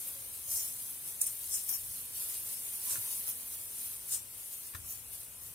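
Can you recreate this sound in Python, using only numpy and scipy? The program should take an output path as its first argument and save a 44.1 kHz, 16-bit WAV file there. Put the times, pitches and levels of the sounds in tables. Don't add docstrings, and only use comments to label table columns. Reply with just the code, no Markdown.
import sys
import numpy as np
from scipy import signal
from scipy.fft import rfft, irfft, next_fast_len
from scipy.io import wavfile
from scipy.ndimage import uniform_filter1d, map_coordinates

SR = 44100
rng = np.random.default_rng(int(sys.argv[2]) if len(sys.argv) > 2 else 0)


def generate_wav(sig):
    pcm = np.round(np.clip(np.atleast_2d(sig).T, -1, 1) * 32767).astype(np.int16)
    wavfile.write(sys.argv[1], SR, pcm)


def ratio_of_db(decibels):
    return 10 ** (np.asarray(decibels, float) / 20)


N = 244446


def unit(x):
    return x / np.sqrt(np.mean(x ** 2) + 1e-20)


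def along(points, hz):
    f, v = np.transpose(points)
    return np.interp(np.log(hz + 1), np.log(f + 1), v)


def wobble(rate):
    knots = rng.standard_normal(int(N * 40 / SR) + 4)
    return map_coordinates(knots, [np.arange(N) * min(rate, 40) / SR])


def filtered(x, response):
    m = next_fast_len(N + 8192)
    return irfft(rfft(x, m) * response(np.fft.rfftfreq(m, 1 / SR)), m)[..., :N]


def panned(pair, pan_db):
    common, other = pair
    return np.array([(common + other) * ratio_of_db(pan_db / 2), (common - other) * ratio_of_db(-pan_db / 2)])


def gloves():
    # hz, level_db (per Hz)
    film_curve = [(6500, -34), (7750, -32), (8050, -5), (9100, -0.5), (9700, -2.5), (10300, -22),
                  (12000, -34)]
    skin_curve = [(8000, -37), (9400, -11), (10000, -1.5), (11700, -4.5), (12500, -7.5), (14000, -48)]
    sheen_curve = [(6940, -27), (11800, -4.5), (15100, -4), (16000, -17)]
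    folds_curve = [(4000, -52), (4900, -11), (5100, -1), (6000, 1.5), (7000, 3), (7800, 5.5), (8300, 3.5),
                   (10000, -40)]
    salt_curve = [(700, -13.5), (1100, -16.5), (1800, -8), (2600, -2.5), (3500, -0.5), (4400, 1.5),
                  (4750, 1), (5200, -2), (8000, -120)]
    # hz, level_db
    spread_curve = [(7500, 14), (9000, 7), (11000, 7.5), (12000, -16), (14000, 10), (14800, 7.5)]
    dull_hz, dull_db = 6650, 3
    overstretch = 3.6

    film_db, taut_db, folds_db, salt_db = strokes()
    pan_db, wide_db = film_stereo()
    tilt_db = np.clip(taut_db + 3, -8, 4)

    film = crackle(film_curve, 3000, scatter_db=4.0, life=0.0012, clump_db=-2.0, patchy_db=1.0)
    film = film * ratio_of_db(film_db - 8 - 0.59 * tilt_db)
    skin = crackle(skin_curve, 3000, scatter_db=3.0, life=0.0068, clump_db=2.0, patchy_db=0.0)
    skin = skin * ratio_of_db(film_db - 6.0 + 1.08 * tilt_db - overstretch * np.clip(taut_db, 0, 5))
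    sheen = crackle(sheen_curve, 3000, scatter_db=2.5, life=0.0011, clump_db=1.5, patchy_db=0.7)
    sheen = sheen * ratio_of_db(film_db + taut_db - 0.3)
    folds = crackle(folds_curve, 2000, scatter_db=2.2, life=0.0025, clump_db=1.2, patchy_db=1.5)
    folds = folds * ratio_of_db(folds_db - 0.3)
    salt = crackle(salt_curve, 2500, scatter_db=1.5, life=0.0073, clump_db=0.8, patchy_db=0.6)
    salt = salt * ratio_of_db(salt_db - 1.3)

    common, other = film + skin + sheen
    widened = np.clip((wide_db + 16) / 13, 0, 1)
    narrow_other = filtered(other, lambda hz: ratio_of_db(along(spread_curve, hz)))
    other = ratio_of_db(wide_db) * (widened * other + (1 - widened) * narrow_other)
    dulled = ratio_of_db(dull_db) * filtered(folds, lambda hz: 1 / (1 + (hz / dull_hz) ** 16))
    folds = (1 - widened) * folds + widened * dulled
    return panned([common, other], pan_db) + panned(folds, 3.7) + panned(salt, 5.9)


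def crackle(spectrum, rate, scatter_db, life, clump_db, patchy_db):
    fires = rng.random(N) < rate / SR * ratio_of_db(clump_db * wobble(30))
    energy = fires * ratio_of_db(2 * scatter_db * np.minimum(rng.exponential(size=N), 4))
    energy = signal.lfilter([1], [1, -np.exp(-1 / (life * SR + 1))], energy)
    burst = np.sqrt(energy + 0.2 * np.mean(energy)) * rng.standard_normal((2, N))
    z = signal.stft(burst, nperseg=512)[2]
    field = uniform_filter1d(rng.standard_normal(z.shape[1:]), size=7, axis=0)
    field = uniform_filter1d(field, size=9, axis=1)
    burst = signal.istft(z * ratio_of_db(patchy_db * unit(field)), nperseg=512)[1][:, :N]
    pair = filtered(burst, lambda hz: ratio_of_db(along(spectrum, hz)))
    return pair / np.sqrt(np.mean(pair[0] ** 2))


def strokes():
    # time_s, film_db
    contact = [(0.0, -39.5), (0.2, -43.5), (1.0, -44), (1.8, -40.5), (2.1, -50.5), (2.3, -56), (3.2, -40.5),
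               (3.4, -43), (3.8, -43), (4.25, -48.5), (5.0, -48.5), (5.54, -50)]
    # peak_s, film_db, fading_s
    rubs = [(0.082, -42.5, 0.015), (0.342, -47, 0.012), (0.813, -43.5, 0.049), (0.899, -44, 0.021),
            (1.081, -41.0, 0.026), (1.441, -45.3, 0.044), (1.964, -41.1, 0.074), (2.163, -40, 0.028),
            (2.22, -37.0, 0.05), (2.298, -40, 0.015), (2.351, -37, 0.037), (2.506, -38, 0.064),
            (2.676, -40.6, 0.056), (2.75, -40.5, 0.017), (2.873, -37, 0.078), (3.08, -38.5, 0.079),
            (3.535, -42.4, 0.025), (3.816, -40.5, 0.051), (3.903, -45, 0.046), (4.412, -46, 0.074),
            (4.544, -43.5, 0.033), (4.658, -44.5, 0.034), (5.138, -43, 0.025), (5.212, -45, 0.022),
            (5.46, -48.5, 0.051)]
    # peak_s, film_db, fading_s, taut_db, crumple_db
    grabs = [(0.524, -36, 0.023, -1.5, -5.5), (0.572, -36, 0.036, -3.5, -4),
             (0.64, -38.5, 0.043, -2.5, -11), (1.549, -34, 0.03, -6, -6), (1.741, -38, 0.012, 3, -1.5),
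             (2.918, -32.5, 0.022, -5.5, -7.5), (3.135, -36, 0.019, -4.5, -10.5),
             (3.288, -36.5, 0.015, 1, -9.5), (4.09, -43, 0.017, -2, -14), (4.135, -30.5, 0.02, -8.5, -7.5),
             (4.912, -44, 0.029, 3, -5)]
    # peak_s, film_db, fading_s, taut_db, crumple_db
    tugs = [
        (1.216, -29.5, 0.023, -10, -11),
        (1.266, -33, 0.02, -7.5, -13.5),
        (1.541, -31.5, 0.013, -12, -8.5),
        (1.693, -35.5, 0.022, 2.5, -7.5),
        (4.749, -48.5, 0.0071, 0, -1.5),
    ]
    fade_db = 6

    t = np.arange(N) / SR
    rest_db = np.interp(t, *np.transpose(contact))
    power = ratio_of_db(2 * (rest_db + np.array([[0], [-2.5], [-14], [-19]])))
    moves = [(*row, -2.5, -12.5, -18, 0.66) for row in rubs]
    moves += [(*row, -21.5, 0.72) for row in grabs]
    moves += [(*row, -27.5, 0.17) for row in tugs]
    for s, db, fading, taut_db, crumple_db, salt_db, rise in moves:
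        near = slice(max(round(s * SR) - SR // 2, 0), round(s * SR) + SR // 2)
        u = (t[near] - s) / (fading * np.where(t[near] < s, rise, 1) + 1e-4)
        swell_db = db - fade_db * (np.sqrt(1 + u * u) - 1)
        power[:, near] += ratio_of_db(2 * (swell_db + np.array([[0], [taut_db], [crumple_db], [salt_db]])))
    film_db, sheen_db, folds_db, salt_db = 10 * np.log10(power)
    return film_db, sheen_db - film_db, folds_db, salt_db


def film_stereo():
    # start_s, length_s, spread_db, left_minus_right_db
    width_steps = [
        (1.21, .085, -17, 1),
        (1.692, 0.067, -4.5, 5),
        (3.27, 0.036, -9, 1.5),
        (4.117, 0.066, -19, 3),
    ]
    narrow_db, narrow_pan_db, edge_s, sway_db = -16, 1.7, 0.012, 1.1

    t = np.arange(N) / SR
    wide_db = np.full(N, float(narrow_db))
    pan_db = narrow_pan_db + sway_db * wobble(4.2)
    for s, length, spread_db, lean_db in width_steps:
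        gate = np.clip(np.minimum(t - s, s + length - t) / edge_s + 1, 0, 1)
        wide_db = wide_db + gate * (spread_db - narrow_db)
        pan_db = pan_db + gate * (lean_db - narrow_pan_db)
    return pan_db, wide_db


def snaps():
    # start_s, left_peak_db, right_peak_db, pitch_hz, t60_s
    folds_let_go = [(0.4414, -30, -32, 10100, .03), (1.2150, -17.5, -4.5, 13500, .03),
                    (1.2180, -16, -8, 9000, .05), (1.2284, -23, -22, 8900, .03),
                    (1.2418, -23, -25, 9200, .03), (1.2674, -16, -15, 9100, .04),
                    (1.2710, -23, -24, 9300, .04), (1.5415, -18.5, -21, 8600, .04),
                    (1.6922, -15, -22, 8600, .05), (1.6945, -19, -25, 13500, .04),
                    (2.8984, -24, -27, 8640, .03), (3.2799, -25, -22, 13700, .03),
                    (4.1205, -23, -25, 8450, .03), (4.1464, -23, -25, 9000, .03)]
    out = np.zeros((2, N + SR))
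    t = np.arange(SR // 8) / SR - 64 / SR
    hz = np.fft.rfftfreq(len(t), 1 / SR)
    for s, left_db, right_db, pitch_hz, t60 in folds_let_go:
        shape = ratio_of_db(-60 * t / 0.0034) + 0.04 * ratio_of_db(-60 * t / t60)
        shape = shape * np.clip(t / 0.00027, 0, 1)
        colour = 0.25 + 1 / (1 + ((hz - pitch_hz) / 1800) ** 2)
        colour = colour / (1 + (5600 / (hz + 1)) ** 12) / (1 + (hz / 15500) ** 40)
        crack = irfft(rfft(shape * rng.standard_normal((2, len(t)))) * colour, len(t))
        crack = crack + 0.15 * crack[::-1]
        crack = crack / np.abs(crack).max(axis=1, keepdims=True)
        out[:, round((s + t[0]) * SR):][:, :len(t)] += ratio_of_db([[left_db], [right_db]]) * crack
    return out[:, :N]


def bumps():
    # start_s, slap_db, thud_db, thud_hz
    fish_hits = [
        (0.552, -68, -64, 95),
        (2.906, -58, -79, 100),
        (2.928, -54, -65, 110),
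        (2.9538, -41, -70, 100),
        (2.979, -56, -54, 114.5),
        (4.735, -49, -79, 89.5),
        (4.747, -38.5, -48, 84),
        (4.791, -67, -57, 78),
        (4.844, -60, -65, 84),
    ]
    # hz, width_hz, level_db
    tray_modes = [(295, 54, -6.5), (600, 340, -20), (1066, 115, -2), (1450, 200, 1.5), (1766, 210, -1),
                  (2320, 260, -8), (3700, 760, -10)]
    # pitch_over_thud (ratio), level_db, t60_s
    table_modes = [(1, 6, 0.14), (1.25, -8, 0.18)]

    slap, thud, t = np.zeros((2, N + SR)), np.zeros(N + SR), np.arange(SR // 4) / SR
    shape = ratio_of_db(-60 * t / 0.03) + ratio_of_db(-6.5 - 60 * t / 0.14)
    shape = shape * (1 - np.exp(-t / 0.00062))
    for s, slap_db, thud_db, thud_hz in fish_hits:
        noise = rng.standard_normal((2, len(t))) * [[1], [0.6]]
        slap[:, round(s * SR):][:, :len(t)] += ratio_of_db(slap_db + 10.5) * shape * noise
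        ring = sum(ratio_of_db(db - 60 * t / t60) * np.sin(2 * np.pi * ratio * thud_hz * t)
                   for ratio, db, t60 in table_modes)
        thud[round(s * SR):][:len(t)] += ratio_of_db(thud_db + 4.5) * ring * (1 - np.exp(-t / 0.0038))

    def tray(f):
        return sum((-1) ** k * ratio_of_db(db) * 1j * f * w / (c * c - f * f + 1j * f * w)
                   for k, (c, w, db) in enumerate(tray_modes))

    return panned(filtered(slap[:, :N], tray), 7.9) + thud[:N] * ratio_of_db([[2.5], [-2.5]])


def creaks():
    # start_s, level_db, pitch_hz, t60_s, roughness (0-1)
    flexes = [
        (.06, -49.5, 555, .12, 0.3),
        (.15, -53.5, 557, 0.19, 0.03),
        (.25, -50, 532, 0.085, 0.3),
        (.47, -53, 566, 0.11, 0.3),
        (2.86, -58.5, 1020, 0.8, 0.85),
        (2.93, -53, 600, 0.23, 0.84),
        (3.029, -61.5, 991, 0.66, 0.93),
    ]
    flutter_s = 0.0057
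    out, t = np.zeros(N + SR), np.arange(SR // 5) / SR
    for s, db, hz, t60, rough in flexes:
        noise = rng.standard_normal((2, len(t)))
        a, b = unit(uniform_filter1d(noise, size=round(flutter_s * SR), axis=1))
        tone = (1 - rough + rough * a) * np.sin(2 * np.pi * hz * t)
        tone = tone + rough * b * np.cos(2 * np.pi * hz * t)
        shape = ratio_of_db(db - 60 * t / t60) * (1 - np.exp(-t / 0.014))
        shape = shape * np.clip((t[-1] - t) / 0.038, 0, 1)
        out[round(s * SR):][:len(t)] += shape * tone
    return out[:N] * ratio_of_db([[5], [-2]])


def kitchen():
    # hz, level_db (per Hz)
    air_curve = [(18, -15), (30, -1.5), (97, 6), (195, -4.5), (240, -7), (290, -7), (484, -5.5),
                 (755, -8.5), (954, -7), (1630, -11), (2930, -7), (4780, -13.5), (7460, -6), (8000, -2),
                 (10400, -9.5), (17600, -120)]
    # hz, likeness (0-1)
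    alike_curve = [(60, 1), (150, 0.8), (380, 0.8), (950, 0.087), (2380, 0.079), (5980, 0.038),
                   (15000, 0.44)]
    # hz, rms_db
    hum_partials = [(246, -73.5), (491, -85)]
    # hz, left_minus_right_db
    lean_curve = [(60, 10), (240, 2.5), (950, 9), (3770, 10.5), (15000, 13.5)]

    def mid_side(hz):
        turn = np.arccos(np.clip(along(alike_curve, hz), -1, 1)) / 2
        return ratio_of_db(along(air_curve, hz)) * np.array([np.cos(turn), np.sin(turn)])

    mid, side = filtered(rng.standard_normal((2, N)), mid_side)
    air = np.array([mid + side, mid - side]) / np.sqrt(np.mean(mid ** 2))
    bass = filtered(air, lambda hz: 1 / (1 + (hz / 170) ** 4))
    air = air + (ratio_of_db(traffic()) - 1) * bass
    drift = np.cumsum(1 + 0.0059 * wobble(6)) / SR
    hum = sum(ratio_of_db(db + 3.5 * wobble(5)) * np.sin(2 * np.pi * hz * drift) for hz, db in hum_partials)
    both = ratio_of_db(-58.5 + 1.0 * wobble(2.87)) * air + hum
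    return filtered(both, lambda hz: ratio_of_db(np.outer([0.5, -0.5], along(lean_curve, hz))))


def traffic():
    # peak_s, swell_db, width_s
    passes = [
        (0.52, 3.5, 0.47),
        (1.47, 6, 0.14),
        (1.88, 10, .1),
        (2.96, 3, 0.13),
        (4.3, 1.5, 0.18),
        (4.88, 5, .12),
        (5.5, 4.5, 0.46),
    ]
    t = np.arange(N) / SR
    swell_db = sum(db * np.exp(-((t - s) / width) ** 2) for s, db, width in passes)
    return swell_db - np.mean(swell_db)


def scene():
    return gloves() + snaps() + bumps() + creaks() + kitchen()


def dropouts(x):
    # hz, depth_db
    depth_curve = [(1200, 2), (2500, 6), (3700, 17), (4800, 42), (6000, 32), (7800, 28), (8300, 0),
                   (11500, 0), (13000, 10), (15500, 4)]
    mid_side = np.array([x[0] + x[1], x[0] - x[1]]) / 2
    hz, _, z = signal.stft(mid_side, SR, nperseg=2048, noverlap=1536)
    field = uniform_filter1d(rng.standard_normal(z.shape), size=7, axis=1)
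    field = unit(uniform_filter1d(field, size=5, axis=2))
    depth_db = along(depth_curve, hz)[:, None] * np.clip(3 * (field - 0.45), 0, 1.4)
    mid, side = signal.istft(z * ratio_of_db(-depth_db), SR, nperseg=2048, noverlap=1536)[1][:, :N]
    return np.array([mid + side, mid - side])


def band_limit(x):
    return signal.sosfilt(signal.butter(12, 15810, fs=SR, output="sos"), x)


def record(dry):
    band = filtered(dry, lambda hz: (hz < 15800) / (1 + (34 / (hz + 1)) ** 6))
    mix = dropouts(band)
    return band_limit(mix)


dry = scene()
out = record(dry)
generate_wav(out)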